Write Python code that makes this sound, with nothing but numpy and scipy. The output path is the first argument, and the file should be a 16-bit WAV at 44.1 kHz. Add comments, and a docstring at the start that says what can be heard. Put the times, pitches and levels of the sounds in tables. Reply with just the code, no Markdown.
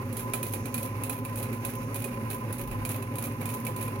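"""A motorised coil winder runs steadily, close by on a workshop bench.
Its motor hums, and the drive drones at a nearby pitch, so the two beat against each other.
The gears whine, knock and rumble through the cast housing, over the whir of the bearings.
Loose metal parts click unevenly and rattle once per stroke of the wire guide.
A thin hiss comes and goes, and a soft low bump passes once."""
import sys
import numpy as np
from scipy import signal
from scipy.fft import rfft, irfft
from scipy.io import wavfile

SR = 44100
rng = np.random.default_rng(int(sys.argv[2]) if len(sys.argv) > 2 else 0)


def wav_out(sig):
    """Save sig, one row per channel (or a flat mono array), as 16-bit PCM at SR to the path in sys.argv[1]."""
    wavfile.write(sys.argv[1], SR, np.round(np.clip(np.atleast_2d(sig).T, -1, 1) * 32767).astype(np.int16))


N = 176400
TIME = np.arange(N) / SR
MACHINE_PAN_DB = -1.34   # a pan is left level minus right level, so this is slightly to the right

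# Sharp clicks of loose metal. Each row: start in seconds, relative level of the tick in dB,
# relative level of the ring and clack in dB.
CLICKS = [(0.127, -31.5, -64), (0.1685, -25.5, -62), (0.195, -28, -46), (0.3355, -18.5, -33),
          (0.4294, -22, -38.5), (0.4662, -30.5, -47.5), (0.5363, -23, -39), (0.656, -30, -41),
          (0.7422, -21, -38), (0.7788, -25.5, -49), (0.83, -26.5, -41), (0.875, -43, -45.5),
          (1.036, -23.5, -38.5), (1.0959, -22.5, -37), (1.155, -43, -44), (1.2504, -31, -42),
          (1.3573, -29, -46), (1.374, -32, -44), (1.3883, -30, -50), (1.4269, -26.5, -45),
          (1.4547, -51, -42), (1.5289, -33.5, -46), (1.5464, -41, -53), (1.6495, -22.5, -39),
          (1.829, -41, -48.5), (1.944, -25.5, -44), (1.9586, -29, -40.5), (2.022, -32, -47),
          (2.0421, -25, -41), (2.142, -42, -49.5), (2.3022, -27.5, -55), (2.3109, -30, -39),
          (2.3311, -34, -45.5), (2.527, -27, -47), (2.5831, -32, -56), (2.594, -34, -45),
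          (2.713, -34.5, -39.5), (2.851, -23.5, -38.5), (2.8913, -26, -46), (2.9153, -29, -51),
          (2.945, -44, -38.5), (3.025, -34.5, -41), (3.1554, -30, -50), (3.1842, -26, -40),
          (3.2398, -26, -44.5), (3.27, -36.5, -45), (3.4144, -34, -39.5), (3.456, -26, -41),
          (3.49, -28, -48), (3.5414, -29.5, -47), (3.6499, -29, -46), (3.6666, -26, -37),
          (3.7626, -29, -46.5), (3.8132, -29, -45.5), (3.8271, -28.5, -45), (3.879, -35, -42)]


def from_db(db):
    """Turn decibels into a number to multiply a sound by."""
    return 10 ** (np.asarray(db) / 20)


def rms_one(x):
    """Scale a signal so that its average power is 1."""
    return x / np.sqrt(np.mean(np.abs(x) ** 2) + 1e-20)


def pan(db):
    """Left and right gains that make the left ear db louder than the right."""
    return from_db(np.array([[.5], [-.5]]) * db)


def per_bin(points):
    """Join rows of (Hz, value) into a curve over every frequency of the spectrum."""
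    hz, value = np.transpose(points)
    return np.interp(np.log(np.arange(N // 2 + 1) * SR / N + 1), np.log(hz), value)


def noise(spectrum, side_db, pan_db):
    """Stereo noise with a given tone colour; the lower side_db, the more alike the two ears are."""
    mid, side = rfft(rng.standard_normal((2, N)))
    width = from_db(side_db)
    pair = (mid + width * side * np.array([[1], [-1]])) / np.sqrt(1 + width ** 2)
    return rms_one(irfft(pair * from_db(per_bin(spectrum)) * pan(pan_db), N))


def flutter(width_hz):
    """A random wobble in strength and phase, as complex numbers; wider means faster."""
    hz = np.fft.fftfreq(N, 1 / SR)
    white = rng.standard_normal(N) + 1j * rng.standard_normal(N)
    return rms_one(np.fft.ifft(white / (1 + (2 * hz / width_hz) ** 2)))


def swell(t, rise, hold, fall):
    """A level that rises, holds and falls, with all times in seconds."""
    return np.clip(np.minimum(t / rise, (rise + hold + fall - t) / fall), 0, 1)


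def impulses(starts, sizes):
    """One spike at each start time in seconds."""
    return np.bincount(np.clip(starts * SR, 0, N - 1).astype(int), sizes, N)


def dying(power, t60):
    """Energy that dies away after each hit, falling 60 dB in t60 seconds."""
    return signal.lfilter([1], [1, -from_db(-60 / (t60 * SR)) ** 2], power + 1e-18)


def ring(hits, hz, t60):
    """Each hit starts a fading tone, like one natural note of a piece of metal."""
    decay, step = from_db(-60 / (t60 * SR)), 2 * np.pi * hz / SR
    return signal.lfilter([.5, 0, -.5], [1, -2 * decay * np.cos(step), decay ** 2], hits + 1e-18)


def resonance(hz, width_hz, lead, evenness=0):
    """A randomly shaken note; the left ear is ahead by lead radians, and evenness steadies the level."""
    sides, shake = np.array([[1], [-1]]), flutter(width_hz)
    shake = shake / np.abs(shake) ** evenness
    heard = shake * np.exp(.5j * lead * sides) + from_db(-20) * flutter(width_hz) * sides
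    return rms_one(np.real(heard * np.exp(2j * np.pi * hz * TIME)))


def thin_hiss():
    """A faint hiss, as of running wire, comes and goes."""
    # Each row: time in seconds, hiss level in dB.
    levels = [(0,-69),(.65,-60),(1.2,-73),(1.8,-60.5),(2.2,-71),(4,-69)]
    level = from_db(np.interp(TIME, *np.transpose(levels)))
    return level * resonance(hz=6250, width_hz=1800, lead=np.pi / 2) * pan(-9)


def bump():
    """One brief, soft, very low rumble."""
    # Tone colour of the bump. Each row: frequency in Hz, relative level in dB.
    colour = [(28,-6),(52,9),(72,-2),(110,-32),(400,-72)]
    level = from_db(-41) * swell(TIME - 2.615, rise=.023, hold=.15, fall=.13)
    return level * noise(colour, side_db=-12, pan_db=0)


def whir():
    """Running gears and bearings make a broad noise that flickers quickly."""
    # Tone colour of the whir. Each row: frequency in Hz, relative level in dB.
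    colour = [(45,-22),(80,-13.5),(130,2),(195,-2),(300,-2.5),(460,-2.5),(650,-10),(930,-8.5),(1700,-11.5),(2500,-12),(2750,-13.5),(3100,-25),(5000,-26),(8000,-32.5),(10300,-18.5),(13000,-23),(16000,-25.5)]
    # Stereo width. Each row: frequency in Hz, level in dB of what differs between the ears
    # compared with what they share.
    widths = [(60,-17),(150,-28),(300,-5),(600,-13),(1200,-3.5),(2000,4),(10000,-0.5)]
    # Each row: frequency in Hz, pan in dB.
    pans = [(60,4),(500,-1.5),(1200,0.5),(2200,-10.5),(4000,-4),(6500,-7),(9000,1.5),(11000,-4.5),(15000,0)]
    flicker_db = 2 * rms_one(flutter(width_hz=54).real)
    return from_db(-44 + flicker_db) * noise(colour, per_bin(widths), per_bin(pans))


def knocks():
    """Now and then the gears knock dully."""
    # Each row: start of a knock in seconds, level in dB.
    hits = [(.336,-42),(.428,-38),(1.384,-42),(2.036,-40),(2.31,-45),(3.965,-52)]
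    # Tone colour of a knock. Each row: frequency in Hz, relative level in dB.
    colour = [(120,-31),(260,-1),(400,10.5),(720,-5.5),(2000,-34)]
    level = sum(from_db(db) * swell(TIME - s, rise=.0085, hold=.013, fall=.028) for s, db in hits)
    return level * noise(colour, side_db=-11, pan_db=MACHINE_PAN_DB)


def rattle_hits(rattles_per_s=220, strays_per_s=39):
    """Energy of tiny hits: each stroke of the wire guide shakes light parts, with stray ticks between."""
    # The start of each stroke in seconds, about 0.3 seconds apart.
    strokes = [.165, .452, .775, 1.094, 1.368, 1.662, 1.95, 2.302, 2.584, 2.885, 3.19, 3.495, 3.79]
    shaking = sum(swell(TIME - s, rise=.012, hold=.041, fall=.05) for s in strokes)
    cluster = from_db(-43) * (rng.random(N) < shaking * rattles_per_s / SR)
    stray = from_db(-50) * (rng.random(N) < strays_per_s / SR)
    scatter = from_db(4.5 * rng.standard_normal(N))
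    return ((cluster + stray) * scatter) ** 2


def steel_ripple(depth_db=4, spacing_hz=131.1):
    """A steel part's many notes put random peaks and dips in its spectrum, different at each ear."""
    heights = rng.standard_normal((2, 600))
    place = np.arange(N // 2 + 1) * SR / N / spacing_hz
    return from_db(depth_db * np.array([np.interp(place, np.arange(len(ear)), ear) for ear in heights]))


def ticks(power, colour, t60, room_db, parts=6):
    """Each hit lands on one of several steel parts: a snap, a gritty burst, then the room's echo."""
    # Where the steel is heard. Each row: frequency in Hz, pan in dB.
    pans = [(1000,-6),(2500,-4),(4500,-7),(7000,-8),(9000,-6.5),(10000,8),(11000,-36),(12500,7),(15000,-13.5)]
    near, far = (noise(colour, 0, share * per_bin(pans)) for share in (1, .8))
    grit = rms_one(from_db(.5 * rms_one(flutter(width_hz=900).real)))
    spectrum, part_hit, burst = rfft(near), rng.integers(0, parts, N), 0
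    for part in range(parts):
        struck = power * (part_hit == part)
        snap = from_db(-18) ** 2 * dying(struck, t60=.0034)
        level = np.sqrt(dying(struck, t60) + snap)
        burst = burst + level * rms_one(irfft(spectrum * steel_ripple(), N))
    room = from_db(room_db) * np.sqrt(dying(power, t60=.21)) * far
    return burst * grit + room


def jingle(power):
    """Every hit also rings the metal's highest notes, each with a strength of its own."""
    # Each row: pitch in Hz, relative level in dB.
    notes = [(8890,-3.5),(9940,0.5),(10440,1.5),(10745,-0.5),(10930,-4),(11140,-9),(11930,-1),(12280,-2),(13420,-5)]
    out, at = np.zeros((2, N)), np.flatnonzero(power)
    scatter, sign = np.moveaxis(rng.standard_normal((len(at), 2, len(notes), 2)), 0, -1)
    for k, (hz, db) in enumerate(notes):
        for ear in range(2):
            strength = from_db(db - 16.5 + 2 * scatter[k, ear])
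            sizes = np.sqrt(power[at]) * np.sign(sign[k, ear]) * strength
            out[ear] += ring(impulses(at / SR, sizes), hz, t60=.038)
    return out * pan(9.5)


def ringing():
    """The clicks ring a loose metal part; its notes vary in strength and slightly in pitch each time."""
    # Each row: pitch in Hz, relative level in dB, seconds to fade by 60 dB.
    notes = [(762,-8.5,0.064),(1274,-12.5,0.11),(1542,-15,0.068),(2100,-22,0.07),(2350,-4,0.074),(2456,-1.5,0.089),(2590,-6.5,0.098),(3940,-19,0.086)]
    out, t = np.zeros((2, N + SR)), TIME[:SR // 10]
    hz, note_db, t60 = np.transpose(notes)[:, :, None]
    for s, _, db in CLICKS:
        strength, detune = rng.standard_normal((2, len(hz), 1))
        cycles = hz * (1 + .013 * detune) * t + rng.random((2, len(hz), 1))
        level = from_db(db - 4 + note_db + 5 * strength - 60 * t / t60)
        start = int(s * SR)
        out[:, start:start + len(t)] += np.sum(level * np.sin(2 * np.pi * cycles), axis=1)
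    return out[:, :N] * pan(-11.5)


def clacks(level_db=-6.5, pan_db=-3.5):
    """The clicks carry into the cast housing: a hard crack, then a short dull tail."""
    # Tone colour of the crack. Each row: frequency in Hz, relative level in dB.
    crack_colour = [(500,-20),(1300,-1),(2600,1.5),(3600,-13)]
    # Tone colour of the housing's tail. Each row: frequency in Hz, relative level in dB.
    tail_colour = [(150,-35),(450,6.5),(800,8),(1000,-19),(1300,-1),(1900,-8.5),(2600,-4),(3200,-6),(8000,-49)]
    starts, _, db = np.transpose(CLICKS)
    power = impulses(starts, from_db(db) ** 2)
    crack = np.sqrt(dying(power, t60=.043)) * noise(crack_colour, 0, pan_db)
    tail = np.sqrt(dying(power, t60=.28)) * noise(tail_colour, 0, pan_db)
    return from_db(level_db) * (crack + tail)


def loose_parts():
    """Loose metal makes hard clicks and a lighter, higher rattle; both set off a jingle."""
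    # Tone colour of the clicking steel. Each row: frequency in Hz, relative level in dB.
    steel_colour = [(100,-33),(500,-5),(1200,-8.5),(2500,-9.5),(3100,-9.5),(4200,-7),(5200,-16),(6600,-9),(7700,-9),(9200,-4),(10200,2.5),(11100,-4),(12800,-1.5),(14200,-2.5),(15600,-5)]
    # Tone colour of the light rattling parts. Each row: frequency in Hz, relative level in dB.
    rattle_colour = [(200,-24),(2400,0),(3200,-5.5),(5200,-13),(6500,-6.5),(8000,-16),(9400,-4),(10900,-6.5),(12500,3),(14200,0),(15600,-4)]
    starts, db, _ = np.transpose(CLICKS)
    hard, light = impulses(starts, from_db(db - 4.5) ** 2), rattle_hits()
    clicks = ticks(hard, steel_colour, t60=.042, room_db=-6) + clacks() + ringing()
    rattle = ticks(light, rattle_colour, t60=.018, room_db=-12)
    return clicks + rattle + jingle(hard + light)


def gear_load(spindle_hz=7.36, heaviest_s=.024):
    """The load on the gears rises and falls once per turn of the spindle."""
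    return np.cos(2 * np.pi * spindle_hz * (TIME - heaviest_s))


def gear_rumble():
    """The gears shake the housing, and its notes above 300 Hz swell with every turn."""
    # The housing's notes. Each row: pitch in Hz, width in Hz, level in dB, left ear's lead in radians.
    notes = [(51,8.5,-56.5,0.15),(111.2,14,-45,-0.012),(148,17,-48.5,0.21),(176,12,-57,0.84),(223.9,17.6,-45.5,0.17),(249,24,-44,-0.29),(284,27,-49.5,-0.095),(356.5,93,-50.5,-0.16),(399.6,23,-51,0.19),(513.4,40,-50.5,1.18),(545,35.5,-50.5,0.19),(838.5,43,-57.5,-0.22),(1223,29,-61,1.6)]
    churn = rms_one(from_db(2.5 * gear_load()))
    return sum(from_db(db) * resonance(hz, width, lead) * (churn if hz > 300 else 1)
               for hz, width, db, lead in notes)


def gear_whine(throb_hz=15, throb_db=2.5):
    """The gears whine on two close tones that throb unevenly and swell a little with the load."""
    # Each row: pitch in Hz, width in Hz, relative level in dB.
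    tones = [(1011.7,20.5,-0.64),(1033,46,-5)]
    # Each row: time in seconds, overall level of the whine in dB.
    levels = [(.02,-41.5),(.1,-54),(.22,-41.5),(.6,-48.5),(.92,-43),(1.35,-46),(1.8,-43.5),(2.02,-46.5),(2.45,-44),(2.59,-49),(2.7,-44),(3.3,-45),(3.9,-43.5)]
    whine = sum(from_db(db) * resonance(hz, width, lead=1.6, evenness=.41) for hz, width, db in tones)
    throb = np.cos(2 * np.pi * throb_hz * TIME + np.angle(flutter(width_hz=9.6)))
    swing = rms_one(from_db(throb_db * throb + gear_load()))
    return from_db(np.interp(TIME, *np.transpose(levels))) * swing * whine


def motor(roughness=.33):
    """The motor hums steadily, and the wavering drone of the drive beats against it."""
    # Hum from the motor's turning and the mains. Each row: pitch in Hz, level in dB.
    hum_tones = [(58.9,-59),(120,-42),(180,-54.5),(240,-47.5),(300,-61.5)]
    # The drive's drone. Each row: time in seconds, pitch in Hz, relative level in dB.
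    drone_path = [(0.0, 103.4, -38), (0.09, 101.4, -40), (0.23, 111.4, -48), (0.62, 100.7, -36.5),
                  (0.65, 102.1, -49), (1.01, 104.8, -34.5), (1.111, 109, -39.5), (1.46, 106.1, -40.5),
                  (1.54, 107.3, -46.5), (2.32, 108.5, -38.5), (2.42, 111.1, -47.5), (2.52, 105.9, -34.5),
                  (2.669, 110.9, -65), (2.75, 103.6, -39), (3.45, 104, -41), (3.6, 112.4, -56),
                  (3.71, 107.4, -39.5), (4.0, 103.7, -41)]
    hum = sum(from_db(db) * np.sin(2 * np.pi * (hz * TIME + rng.random())) for hz, db in hum_tones)
    times, hz, db = np.transpose(drone_path)
    tone = np.exp(2j * np.pi * np.cumsum(np.interp(TIME, times, hz)) / SR)
    drone = rms_one(np.real(tone * (1 + roughness * flutter(width_hz=27))))
    return np.sqrt(2) * hum + from_db(2.5 + np.interp(TIME, times, db)) * drone


def scene():
    """The whole coil winder, in stereo."""
    machine = (motor() + gear_rumble() + gear_whine()) * pan(MACHINE_PAN_DB)
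    return machine + whir() + thin_hiss() + knocks() + bump() + loose_parts()


def record(dry):
    """Cut the treble steeply above 16000 Hz."""
    return signal.sosfilt(signal.ellip(10, .2, 80, 16000, fs=SR, output="sos"), dry)


dry = scene()
out = record(dry)
wav_out(out)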